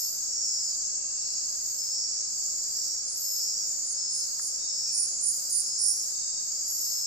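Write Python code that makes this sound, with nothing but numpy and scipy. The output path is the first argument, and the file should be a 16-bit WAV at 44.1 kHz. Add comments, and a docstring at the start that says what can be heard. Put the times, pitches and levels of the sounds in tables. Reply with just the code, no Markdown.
"""Tropical forest at night

Far crickets, summed noise bands with fluttering level, shimmer between 4 and 8 kHz.
Nearer crickets trill: pure wing tones chopped by wing beats. A slow far one repeats sliding notes.
A katydid on the right sweeps its pitch in short chirps; others make very high, rising, noise-blurred buzzes.
A far bird whistles faintly in quavering sines, and twigs tick as decaying noise.
Random echo tails scatter these nearer voices over shaped noise: a low hush, a hum and a hiss."""
import sys
import numpy as np
from scipy import signal
from scipy.fft import rfft, irfft, next_fast_len
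from scipy.io import wavfile
from scipy.ndimage import map_coordinates

SR = 44100
rng = np.random.default_rng(int(sys.argv[2]) if len(sys.argv) > 2 else 0)


def generate_wav(sig):
    """Save sig (samples, or channels by samples) to the path in sys.argv[1] as 16-bit PCM at SR."""
    pcm = np.round(np.clip(np.atleast_2d(sig).T, -1, 1) * 32767).astype(np.int16)
    wavfile.write(sys.argv[1], SR, pcm)


N = 311346  # samples

# hush spectrum: (frequency [Hz], relative level [dB])
AIR_SPECTRUM = [(12, -34), (20, -3.5), (133, -5), (461, -7.5), (536, -2), (596, -4.5), (724, -7.5),
                (1090, -9), (1380, -8), (1780, -11.5), (2680, -12), (3050, -15.5), (3400, -13.5),
                (4420, -43), (7480, -120)]
# hiss spectrum: (frequency [Hz], relative level [dB])
HISS_SPECTRUM = [(2500, -36), (3500, 7), (8200, 28.5), (9000, -35), (11000, 5.5), (14000, 7.5), (15000, -5)]
# far hum bands: (centre [Hz], spread [Hz], level [dB])
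HUM_BANDS = [(541, 10.8, -69), (626, 21, -81.5), (1383, 31, -74)]
# hush likeness between ears: (frequency [Hz], left-right correlation [-1 to 1])
EAR_LIKENESS = [(30, .98), (80, 0.94), (170, 0.73), (350, 0.32), (800, 0.11), (3000, 0.015)]
# far cricket species: (wing tone [Hz], spread [Hz], mean level [dB], pulse rate [1/s])
FAR_SPECIES = [(3875, 96, -66, 35), (4100, 117, -60, 33), (4393, 73, -55, 54), (4603, 29, -48.5, 83),
               (4775, 61, -45, 78), (5060, 84, -47, 80), (5512, 100, -41, 47), (6110, 160, -49.2, 81),
               (6398, 89, -41.5, 19), (6618, 30, -41.7, 26), (6804, 34, -42, 47), (7010, 85, -39.7, 100),
               (7200, 160, -46, 150), (7530, 33, -46.3, 31), (7585, 129, -39, 28), (7710, 140, -51, 52),
               (8330, 17, -62.5, 40)]
# slow swell of the high far species, shape only: (time [s], level [dB])
HIGH_SWELL = [(0.0, -37), (0.37, -34.5), (2.32, -37.5), (2.44, -34.5), (3.13, -37.5), (3.6, -36),
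              (7.06, -36.5)]
# bird whistles: (start [s], length [s], pitch [Hz], level [dB])
BIRD_WHISTLES = [(0.947, .48, 2720, -64.5), (1.216, .17, 4200, -51), (4.153, 0.16, 4200, -54),
                 (4.58, .15, 3780, -57.5), (4.848, 0.076, 2480, -58.5), (4.954, 0.054, 2466, -56),
                 (6.117, .3, 3804, -59)]
# twig ticks: (time [s], level at onset, before scatter [dB])
TWIG_TICKS = [(4.3, -56), (4.396, -42.5)]
# near crickets: (wing tone [Hz], pulse rate [1/s], pulse sharpness [-], pitch sag within a pulse [Hz],
# pitch jitter [Hz], left minus right [dB], scatter against direct [dB])
CRICKET_VOICES = [(5293, 99, 1.05, 15, 8, 3.5, -4), (5594, 107.5, 2.3, 42, 11, -3, -1),
                  (5570, 107.5, 2, 42, 22, -2, 3), (4825, 62, .7, 0, 18, 1, 0),
                  (7058, 52, .4, 0, 14, -1.5, -3), (6796, 47, .55, 0, 32, -2, 0),
                  (6179, 30, .3, 0, 22, -7, -2)]
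# trill repeated by each near cricket: (length [s], level [dB], swell time [s])
CRICKET_TRILLS = [(0.293, -38, .012), (0.29, -36, 0.025), (.27, -40, 0.048), (.29, -45.5, .04),
                  (0.278, -40, 0.022), (.38, -44, .06), (.13, -46, .025)]
# one list of trills per near cricket, the last strictly periodic: (start [s])
TRILL_STARTS_S = [
    [-.2, .44, 1.77, 3.23, 3.96, 4.67, 5.65, 6.83],
    [.32, 1.92, 2.73, 3.38, 4.77, 5.76],
    [.2, 1.15, 2.07, 2.38, 4.35, 4.62, 6.58],
    [.55, 1.26, 2.65, 3.33, 5.3, 5.58, 6.5],
    [.51, 2.36, 3.65, 5.11, 6.5],
    [.25, 1.38, 2.42, 3.35, 3.8, 5, 5.48, 6.6],
    np.arange(start=.13, stop=N / SR, step=.667),
]
# high buzzes: (start [s], drive level [dB], singer)
BUZZ_EVENTS = [(-.17, -36, "two-toned"), (0.376, -58.5, "slow"), (1.171, -62, "slow"),
               (1.416, -54.5, "plain"), (1.597, -50, "shrill"), (2.252, -55, "slow"),
               (2.637, -51.5, "shrill"), (3.129, -38, "two-toned"), (3.52, -54.5, "shrill"),
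               (4.108, -55, "slow"), (4.706, -59, "shrill"), (5.238, -57, "slow"), (5.268, -49, "shrill"),
               (5.838, -51, "shrill"), (6.352, -55.5, "slow"), (6.632, -38, "plain")]
# by singer: (buzz length [s], final pitch [Hz], upper wing mode [dB], pitch settling time [s])
BUZZ_SINGERS = {"two-toned": (0.276, 12269.5, -10.5, 0.07), "slow": (0.44, 12520, -18, 0.18),
                "shrill": (.3, 13330, -31, 0.03), "plain": (.33, 12300, -34, 0.17)}
# katydid chirps: (start [s], length [s], level before leaf echoes [dB])
KATYDID_CHIRPS = [(2.425, .11, -56), (3.041, .1, -39), (3.507, 0.21, -57.5), (3.836, 0.096, -37),
                  (4.096, .11, -34.5), (4.388, 0.095, -35), (4.915, 0.13, -26.5), (5.202, 0.11, -25),
                  (5.492, .11, -24.5), (5.779, .14, -24)]
# katydid wing cycle, closing on itself: (share of cycle [0 to 1], pitch offset [Hz], relative level [dB])
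WING_CYCLE = [(.05, 500, -5.5), (.22, 267.5, -2), (.45, -130, -.5), (.68, -470, -4.5), (.8, -400, -4),
              (.97, 450, -9.5)]

WAVE_PEAK_S, WAVE_EVERY_S, WAVE_DB = 0.73, 0.694, 1.03  # low far species call together in slow waves
QUAVER_SHARE = 0.00703  # share of pitch, for the lowest whistle
QUAVER_POWER = 1.41  # power of pitch by which the share widens
# a harder stroke is faster, so higher
CHIRP_HZ, CHIRP_RISE_HZ_PER_DB = 9360, 19  # reference pitch at the loudest chirp
TOP_HZ = 15400


def amp(db):
    """Amplitude of a level in dB."""
    return 10 ** (np.asarray(db) / 20)


def unit(x):
    """x scaled to rms 1."""
    return x / np.sqrt(np.mean(np.abs(x) ** 2) + 1e-20)


def clock():
    """Time [s] of every sample."""
    return np.arange(N) / SR


def along(points, hz):
    """(frequency [Hz], value) points interpolated on a log axis."""
    point_hz, value = np.transpose(points)
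    return np.interp(np.log(hz + 1), np.log(point_hz + 1), value)


def wobble(rate_hz):
    """Smooth random curve, rate_hz knots a second."""
    knots = rng.standard_normal(int(N * rate_hz / SR) + 4)
    coarse_s = clock()[::64]
    return np.interp(clock(), coarse_s, map_coordinates(knots, [coarse_s * rate_hz]))


def filtered(x, response):
    """x shaped by a function of frequency."""
    size = next_fast_len(N + 8192)
    spectrum = rfft(x, size) * response(np.fft.rfftfreq(size, 1 / SR))
    return irfft(spectrum, size)[..., :N]


def band(centre_hz, spread_hz, channels=2):
    """Noise around one pitch, as from many unrelated voices, rms 1."""
    noise = rng.standard_normal((channels, N))
    return unit(filtered(noise, lambda hz: np.exp(-((hz - centre_hz) / spread_hz) ** 2 / 4)))


def phase(hz):
    """Running phase [rad] of a pitch curve."""
    return 2 * np.pi * np.cumsum(hz) / SR


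def pulses(rate_hz, sharpness, drift):
    """Wing-beat loudness at a slightly unsteady rate, rms 1."""
    beat = np.cos(phase(rate_hz * (1 + drift * wobble(9))))
    return unit(np.exp(sharpness * beat))


def gate(start_s, length_s, rise_s, fall_s):
    """Envelope fading in from its start and out around its end."""
    t = clock()
    fade_in = np.clip((t - start_s) / rise_s, 0, 1)
    return fade_in * np.clip((start_s + length_s - t) / fall_s + .5, 0, 1)


def pan(side_db):
    """Constant-power gains for a left-minus-right level."""
    return np.sqrt(2) * np.array([[amp(side_db)], [1]]) / np.hypot(amp(side_db), 1)


def forest(x, side_db, wet_db, t60_s):
    """Direct sound plus scatter, dense from near leaves and long from trunks, at the same total power."""
    t = np.arange(SR) / SR
    decay = amp(-60 * t / t60_s) + 1.7 * amp(-60 * t / 0.039)
    tail = rng.standard_normal((2, SR)) * decay
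    echo = signal.fftconvolve(x[None], tail, axes=1)[:, :N]
    echo *= np.std(x) / np.std(echo, axis=1, keepdims=True)
    return (pan(side_db) * x + amp(wet_db) * echo) / np.hypot(1, amp(wet_db))


def air():
    """Low noise hush, alike at both ears in the bass, with a far hum and a thin hiss."""
    def shape(hz):
        # mid-side split angle that yields the correlation
        angle = np.arccos(np.clip(along(EAR_LIKENESS, hz), -1, 1)) / 2
        return amp(along(AIR_SPECTRUM, hz)) * [np.cos(angle), np.sin(angle)]

    mid, side = filtered(rng.standard_normal((2, N)), shape)
    hush = unit(np.array([mid + side, mid - side]))
    hum = sum(amp(db) * band(hz, spread_hz) for hz, spread_hz, db in HUM_BANDS)
    hiss = unit(filtered(rng.standard_normal((2, N)), lambda hz: amp(along(HISS_SPECTRUM, hz))))
    return amp(-58.5) * hush + hum + amp(-50.5) * hiss


def chorus(drift_db=1.0, sharpness=0.11):
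    """Each far species blurs into a narrow band; wing beats of its closest singers still flutter."""
    swell_s, swell_db = np.transpose(HIGH_SWELL)
    low_db = WAVE_DB * np.cos(2 * np.pi * (clock() - WAVE_PEAK_S) / WAVE_EVERY_S)
    high_db = .6 * np.interp(clock(), swell_s, swell_db - np.mean(swell_db))
    out = np.zeros((2, N))
    for hz, spread_hz, db, rate_hz in FAR_SPECIES:
        upper = np.interp(hz, [5000, 6300], [0, 1])  # 0: low species, 1: high
        level_db = db + (1 - upper) * low_db + upper * high_db + drift_db * wobble(8.3)
        out += amp(level_db) * band(hz, spread_hz) * pulses(rate_hz, sharpness, drift=0.0757)
    return out


def bird():
    """Thin quavering sines, mostly heard through the trees; higher whistles quaver more."""
    waver = wobble(130)
    lowest_hz = min(hz for _, _, hz, _ in BIRD_WHISTLES)
    song = np.zeros(N)
    for start_s, length_s, hz, db in BIRD_WHISTLES:
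        quaver = QUAVER_SHARE * (hz / lowest_hz) ** QUAVER_POWER
        tone = np.sqrt(2) * np.sin(phase(hz * (1 + quaver * waver)))
        song += amp(db) * gate(start_s, length_s, rise_s=0.03, fall_s=0.062) * tone
    return forest(song * pulses(40, sharpness=0.16, drift=.05), side_db=-8, wet_db=6.0, t60_s=1.0)


def twigs():
    """Small dry ticks: noise with an instant onset and exponential decay."""
    t = clock()
    snap = sum(amp(db - 60 * np.abs(t - start_s) / 0.018) * (t > start_s) for start_s, db in TWIG_TICKS)
    return forest(snap * band(1400, 320, channels=1)[0], side_db=-6, wet_db=-3, t60_s=0.2)


def chirper(hz=6470, fall_hz=330, rate_hz=9.4, level_db=-43):
    """Slow far cricket: each wing closure is a short note sliding down, some louder than others."""
    beat = np.cumsum(rate_hz * (1 + 0.037 * wobble(3))) / SR % 1
    pitch_hz = hz - fall_hz * (beat - .5) + 35 * wobble(250)
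    note = np.sin(np.pi * beat) ** 3 * np.sin(phase(pitch_hz))
    song = unit(note * amp(1.5 * wobble(4)))
    return amp(level_db) * forest(song, side_db=-6, wet_db=7, t60_s=.45)


def crickets(vary_db=-1.0):
    """Wing beats chop a wing tone into a comb of lines; the tone sags while the scraper drags."""
    out = np.zeros((2, N))
    for voice, song, starts_s in zip(CRICKET_VOICES, CRICKET_TRILLS, TRILL_STARTS_S):
        hz, rate_hz, sharpness, sag_hz, jitter_hz, side_db, wet_db = voice
        length_s, db, swell_s = song
        gates = sum(gate(start_s, length_s, rise_s=swell_s, fall_s=0.032) for start_s in starts_s)
        effort = amp(db + vary_db * wobble(1.4)) * gates
        beat = np.cos(phase(rate_hz * (1 + .008 * wobble(14))))
        pitch_hz = hz - sag_hz * beat + 4 * wobble(5) + jitter_hz * wobble(120)
        tone = np.sin(phase(pitch_hz))
        trill = effort * unit(tone * np.exp(sharpness * beat) * amp(0.63 * wobble(40)))
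        out += forest(trill, side_db, wet_db, t60_s=.45)
    return out


def tooth_blur(spread_hz, skirt):
    """Complex noise around 0 Hz: uneven tooth strikes blurring a tone."""
    centre_hz = SR / 4
    core = band(centre_hz, spread_hz, channels=1)[0]
    noise = core + skirt * band(centre_hz, 560, channels=1)[0]
    return signal.hilbert(noise) * np.exp(-2j * np.pi * centre_hz * clock())


def buzzers(spread_hz=200, skirt=0.31, upper_hz=1120, climb_hz=1050):
    """Each buzz swells and climbs to its pitch as the wings speed up; an upper wing mode adds a tone."""
    t, out = clock(), np.zeros(N)
    main = tooth_blur(spread_hz, skirt)
    upper = tooth_blur(spread_hz, skirt) * np.exp(2j * np.pi * upper_hz * t)
    for start_s, db, singer in BUZZ_EVENTS:
        length_s, final_hz, upper_db, settle_s = BUZZ_SINGERS[singer]
        effort = gate(start_s, length_s, rise_s=0.073, fall_s=0.16)
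        on = effort > 0
        turn = phase(final_hz - climb_hz * np.exp(-(t[on] - start_s) / settle_s))
        modes = main[on] + amp(upper_db) * upper[on]
        out[on] += amp(db) * effort[on] * np.real(modes * np.exp(1j * turn))
    return forest(out * pulses(98, sharpness=0.23, drift=0.13), side_db=5, wet_db=4, t60_s=0.71)


def katydid(rate_hz=39.5, scrape_db=-15):
    """Chirps of a few swelling wing cycles; in each the tone slides down the file and swings back up."""
    t, out = clock(), np.zeros(N)
    share, offset_hz, stroke_db = np.transpose(WING_CYCLE)
    jitter_hz = 170 * wobble(1100)
    loudest_db = max(db for _, _, db in KATYDID_CHIRPS)
    for start_s, length_s, db in KATYDID_CHIRPS:
        effort = gate(start_s, length_s, rise_s=0.061, fall_s=0.019)
        on = effort > 0
        beat = (t[on] - start_s) * rate_hz * (1 + .03 * rng.standard_normal())
        middle_hz = CHIRP_HZ + CHIRP_RISE_HZ_PER_DB * (db - loudest_db)
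        hz = middle_hz + np.interp(beat, share, offset_hz, period=1)
        tone = np.sqrt(2) * np.sin(phase(hz + jitter_hz[on]))
        level_db = db + np.interp(beat, share, stroke_db, period=1)
        out[on] += amp(level_db) * effort[on] ** 0.62 * tone
    # uneven teeth roughen the tone
    out *= 1 + amp(scrape_db) * band(460, 290, channels=1)[0]
    # near leaves return the sweep a few ms late, so it beats against itself
    leaves = sum(0.44 * np.roll(out, round(delay_s * SR)) for delay_s in rng.uniform(.001, 0.013, 5))
    return forest(0.83 * (out + leaves), side_db=-19.0, wet_db=-3.5, t60_s=0.6)


def scene():
    """All layers, background first."""
    return air() + chorus() + bird() + twigs() + chirper() + crickets() + buzzers() + katydid()


def record(dry):
    """Band limit: nothing passes at or above TOP_HZ."""
    return filtered(dry, lambda hz: hz < TOP_HZ)


dry = scene()
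out = record(dry)
generate_wav(out)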